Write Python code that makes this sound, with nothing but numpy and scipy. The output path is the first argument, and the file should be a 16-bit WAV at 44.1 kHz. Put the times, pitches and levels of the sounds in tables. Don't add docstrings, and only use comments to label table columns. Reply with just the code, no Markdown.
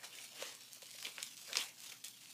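import sys
import numpy as np
from scipy import signal
from scipy.fft import rfft, irfft
from scipy.io import wavfile
from scipy.ndimage import uniform_filter1d

SR = 44100
rng = np.random.default_rng(int(sys.argv[2]) if len(sys.argv) > 2 else 0)


def persist_wave(psi):
    counts = np.round(np.clip(psi, -1, 1) * 32767).astype(np.int16)
    wavfile.write(sys.argv[1], SR, np.atleast_2d(counts).T)


N = 102753
TIME = np.arange(N) / SR
EVENT_TIME = np.arange(2048) / SR
BINS_HZ = np.fft.rfftfreq(2048, 1 / SR)

# f/Hz, level/dB
AIR_SPECTRUM = [(20, -34), (75, -27), (105, -2.5), (260, 4.5), (400, -8), (3000, -11), (15000, -7.5)]
# f/Hz, t/s
ROOM_DECAY = [(200, 0.88), (1000, 0.33), (3000, 0.17), (8000, 0.13), (16000, 0.38)]
# middle t/s, level/dB, half length/s, f/Hz
EDGE_SCRAPES = [(0.135, -57.5, 0.025, 2860), (0.424, -54, 0.056, 2900), (1.497, -53.5, 0.0062, 1600),
                (1.517, -60.5, 0.031, 555), (1.609, -44.5, 0.029, 3230), (1.691, -59, 0.028, 2320)]
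# t/s, level/dB
SLIDE_LEVELS = [(.025, -62), (.045, -51), (.10, -61), (.155, -53), (.21, -56.5), (.245, -51), (.33, -60.5),
                (.42, -52), (.52, -55), (.59, -62), (.62, -55), (.66, -61), (.72, -57.5), (.81, -61),
                (.92, -55), (1.07, -52), (1.14, -56), (1.2, -57), (1.32, -54.5), (1.35, -58.5),
                (1.38, -54.5), (1.52, -53.5), (1.62, -44), (1.68, -54.5), (1.73, -62), (1.805, -57.5),
                (1.83, -52.5), (1.90, -52.5), (1.97, -59), (2.035, -68.5), (2.045, -47), (2.085, -54),
                (2.13, -60), (2.27, -59.5), (2.33, -54.5)]
# f/Hz, level/dB
SLIDE_SPECTRUM = [(150, -30.5), (500, -8.5), (1200, -7.5), (1850, -5.5), (2300, 1.5), (4300, 3), (6800, 2),
                  (9000, -3.5), (11000, -5), (15500, -11.5)]
# peak t/s, level/dB, rise/s, fall/s
HAND_SQUEEZES = [(.045, -52, .016, .01), (.17, -58.5, .082, .053), (.428, -48.5, .048, .074),
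                 (1.074, -49.5, .028, .024), (1.188, -49, .009, .013), (1.58, -44.5, .047, .04),
                 (1.926, -59.5, .06, .032)]
# f/Hz, level/dB
CRUMPLE_SPECTRUM = [(100, -25), (220, -8.5), (500, 2.5), (1000, 1.5), (2000, 1.5), (5000, -2.5),
                    (8000, -3.5), (15000, -17)]
# f/Hz, level/dB
SHEET_SPECTRUM = [(100, -67), (250, -11), (500, 2), (1000, 6.5), (1750, -2), (2350, 5.5), (3900, 0.5),
                  (5000, -1), (7300, 0.5), (9000, 3), (10500, -3.5), (16000, 3)]
# t/s, level/dB, f/Hz
PANEL_POPS = [(.4236, -39.3, 548), (.770, -65, 560), (.8265, -54, 545), (.947, -60, 560), (1.069, -55, 260),
              (1.574, -48, 480), (1.592, -56, 250)]
# frequency ratio, level/dB
PANEL_MODES = [(1, 0), (1.75, -15)]
# t/s, level/dB, centre f/Hz
FINGERTIP_TICKS = [(0.332, -58, 3720), (0.5508, -51, 5400), (0.608, -56, 5700), (0.635, -56.5, 6360),
                   (0.7323, -47.5, 7500), (.748, -54, 7500), (0.8262, -54, 4120), (.8316, -53.5, 4700),
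                   (0.8576, -54.5, 4320), (.8679, -54, 5700), (0.9078, -54, 5000), (0.913, -51, 5140),
                   (0.9554, -55.5, 3440), (1.3695, -52, 4720), (1.377, -50.5, 4650), (1.405, -62, 7100),
                   (1.8037, -50.5, 6700), (2.0011, -61, 4270), (2.2354, -57.5, 5500), (2.258, -54, 3600)]
# t/s, level/dB, centre f/Hz, width/octaves
CREASE_SNAPS = [(0.0424, -54, 3400, 0.5), (0.05, -51.5, 4740, 1), (0.186, -48.5, 2600, 0.72),
                (.4238, -42.5, 2920, 1.2), (0.8202, -50.5, 4000, 1.6), (0.984, -52, 2930, 0.96),
                (0.9874, -51, 2830, 1.7), (1.0265, -43.5, 3520, 2.06), (1.049, -41.5, 3300, .75),
                (1.0528, -39.3, 3100, .4), (1.068, -42, 2800, 1.15), (1.1818, -41.5, 2100, 1.1),
                (1.2022, -48, 4440, 0.52), (1.2286, -35.5, 4970, 1.33), (1.5307, -37.5, 3100, 1),
                (1.5554, -33.7, 2700, 1.2), (1.5698, -28.3, 4950, .22), (1.5702, -34, 6400, .4),
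                (1.571, -34.5, 2700, 1), (1.6116, -48, 3530, 1), (1.9203, -49.5, 2500, 0.43),
                (2.041, -46, 5830, 1.6), (2.046, -43.5, 7300, .8), (2.055, -55, 6500, 1.1),
                (2.0825, -47, 7000, 1.4)]


def amp(db):
    return 10 ** (np.asarray(db) / 20)


def unit_rms(x):
    return x / np.sqrt(np.mean(x ** 2) + 1e-20)


def curve(points, hz=BINS_HZ):
    f, value = np.transpose(points)
    return np.interp(np.log(hz + 1), np.log(f + 1), value)


def add(mix, start_s, sound):
    part = mix[max(round(start_s * SR), 0):][:len(sound)]
    part += sound[:len(part)]


def colour(x, db):
    log_gain = np.log(amp(np.r_[db, db[-2:0:-1]]) + 1e-6)
    taps = np.fft.ifft(np.exp(np.conj(signal.hilbert(log_gain)))).real
    return signal.fftconvolve(x, taps)[:len(x)]


def at_level(x, db):
    return amp(db) * x * np.sqrt(.004 * SR / np.sum(x ** 2))


def room_tone(hum_hz=124.5):
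    air = unit_rms(colour(rng.standard_normal(N), curve(AIR_SPECTRUM)))
    hum = unit_rms(np.sin(2 * np.pi * hum_hz * TIME))
    return amp(-66) * air + amp(-82) * hum


def room_tail(x, delay_s=.008):
    size = SR // 2
    reflections = rng.standard_normal(size) * (rng.random(size) < .2)
    hz, t, spectra = signal.stft(reflections, SR, nperseg=256)
    decay = amp(-60 * t / curve(ROOM_DECAY, hz)[:, None])
    tail = signal.istft(spectra * decay, SR)[1]
    out = np.zeros(N)
    add(out, delay_s, signal.fftconvolve(x, tail / np.linalg.norm(tail)))
    return out


def edge_scrapes(width_octaves=.22):
    out = np.zeros(N)
    for middle_s, db, half_s, hz in EDGE_SCRAPES:
        resonance_db = -20 * np.log10(1 + (np.log2((BINS_HZ + 1) / hz) / width_octaves) ** 2)
        scrape = unit_rms(colour(rng.standard_normal(N), resonance_db))
        out += amp(db) * scrape * np.exp(-((TIME - middle_s) / half_s) ** 2)
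    return out


def fibre_crackle(grains_per_s=1100, flutter_s=.014, flutter_db=2):
    clumps = unit_rms(uniform_filter1d(rng.standard_normal(N), int(flutter_s * SR)))
    sizes = amp(1.5 * np.minimum(rng.exponential(1, N), 3.5))
    grains = unit_rms(sizes * rng.choice([-1, 1], N) * (rng.random(N) < grains_per_s / SR))
    hiss = rng.standard_normal(N)
    return (amp(-5.5) * grains + amp(-5) * hiss) * amp(flutter_db * clumps)


def sheet_band(hz, width_octaves):
    peak = np.exp(-(np.log2((BINS_HZ + 1) / hz) / width_octaves) ** 2)
    return 20 * np.log10(peak + amp(-28)) + curve(SHEET_SPECTRUM)


def sheet_crack(decay_s):
    t = EVENT_TIME
    spectrum = rfft(rng.standard_normal(len(t)) * np.exp(-(t / decay_s) ** 2))
    flattened = spectrum / (abs(spectrum) + 1e-9) ** .7
    scatter = irfft(flattened) * np.exp(-t / (2 * decay_s))
    return .33 * (t == 0) + scatter / np.linalg.norm(scatter)


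def wrinkle(hz):
    return colour(sheet_crack(decay_s=.0013), sheet_band(hz, width_octaves=1.1))


def crinkles(per_s=280, centre_hz=5040, range_octaves=.94):
    out = np.zeros(N)
    for when, faintness, pitch in rng.random((int(per_s * N / SR), 3)):
        hz = centre_hz * 2 ** (range_octaves * (2 * pitch - 1))
        db = -1.5 * np.log(faintness + .05)
        add(out, when * N / SR, at_level(wrinkle(hz), db))
    return unit_rms(out)


def slide():
    rub = unit_rms(colour(fibre_crackle(), curve(SLIDE_SPECTRUM)))
    level_db = np.interp(TIME, *np.transpose(SLIDE_LEVELS))
    return unit_rms(rub + amp(-6) * crinkles()) * amp(level_db)


def crumple():
    swell = sum(amp(db) * np.exp(-np.maximum((peak_s - TIME) / rise_s, (TIME - peak_s) / fall_s))
                for peak_s, db, rise_s, fall_s in HAND_SQUEEZES)
    return unit_rms(colour(fibre_crackle(), curve(CRUMPLE_SPECTRUM))) * swell


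def curl_resonances(x, depth_db=2.4, width_hz=260, drift_s=.08):
    hz, t, spectra = signal.stft(x, SR, nperseg=512)
    ripple = rng.standard_normal((len(t), len(hz)))
    ripple = uniform_filter1d(ripple, int(drift_s / t[1]), axis=0)
    ripple = uniform_filter1d(ripple, int(width_hz / hz[1]), axis=1)
    gain = unit_rms(amp(depth_db * unit_rms(ripple)))
    return signal.istft(spectra * gain.T, SR)[1][:N]


def panel_pops(rise_s=.0006, decay_s=.0062, low_cut_hz=200):
    out, t = np.zeros(N), EVENT_TIME
    envelope = (1 - np.exp(-t / rise_s)) * np.exp(-(t / decay_s) ** 2)
    for start_s, db, hz in PANEL_POPS:
        ring = sum(amp(mode_db) * np.sin(2 * np.pi * hz * ratio * t) for ratio, mode_db in PANEL_MODES)
        scuff = unit_rms(colour(rng.standard_normal(len(t)), sheet_band(hz, width_octaves=.61)))
        add(out, start_s, at_level((ring + .2 * scuff) * envelope, db))
    return signal.sosfilt(signal.butter(2, low_cut_hz, "high", fs=SR, output="sos"), out)


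def fingertip_ticks():
    out = np.zeros(N)
    for start_s, db, hz in FINGERTIP_TICKS:
        add(out, start_s, at_level(wrinkle(hz), db))
    return out


def crease_snaps(typical_db=-40, typical_decay_s=.0027, halving_db=32):
    out = np.zeros(N)
    for start_s, db, hz, width_octaves in CREASE_SNAPS:
        decay_s = typical_decay_s * 2 ** ((typical_db - db) / halving_db)
        snap = colour(sheet_crack(decay_s), sheet_band(hz, width_octaves))
        add(out, start_s, at_level(snap, db))
    return out


def scene(wall_echo_s=.0051):
    cracks = crease_snaps() + fingertip_ticks()
    pops = panel_pops()
    rustle = curl_resonances(slide() + crumple()) + edge_scrapes()
    tail = room_tail(amp(-5) * cracks + amp(-19) * pops + amp(-13) * rustle)
    out = cracks + pops + rustle + tail + room_tone()
    add(out, wall_echo_s, amp(-11) * cracks)
    return out[None]


def record(dry):
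    low_pass = signal.firwin(801, cutoff=15330, window=("kaiser", 8), fs=SR)
    return signal.oaconvolve(dry, low_pass[None], "same")


dry = scene()
out = record(dry)
persist_wave(out)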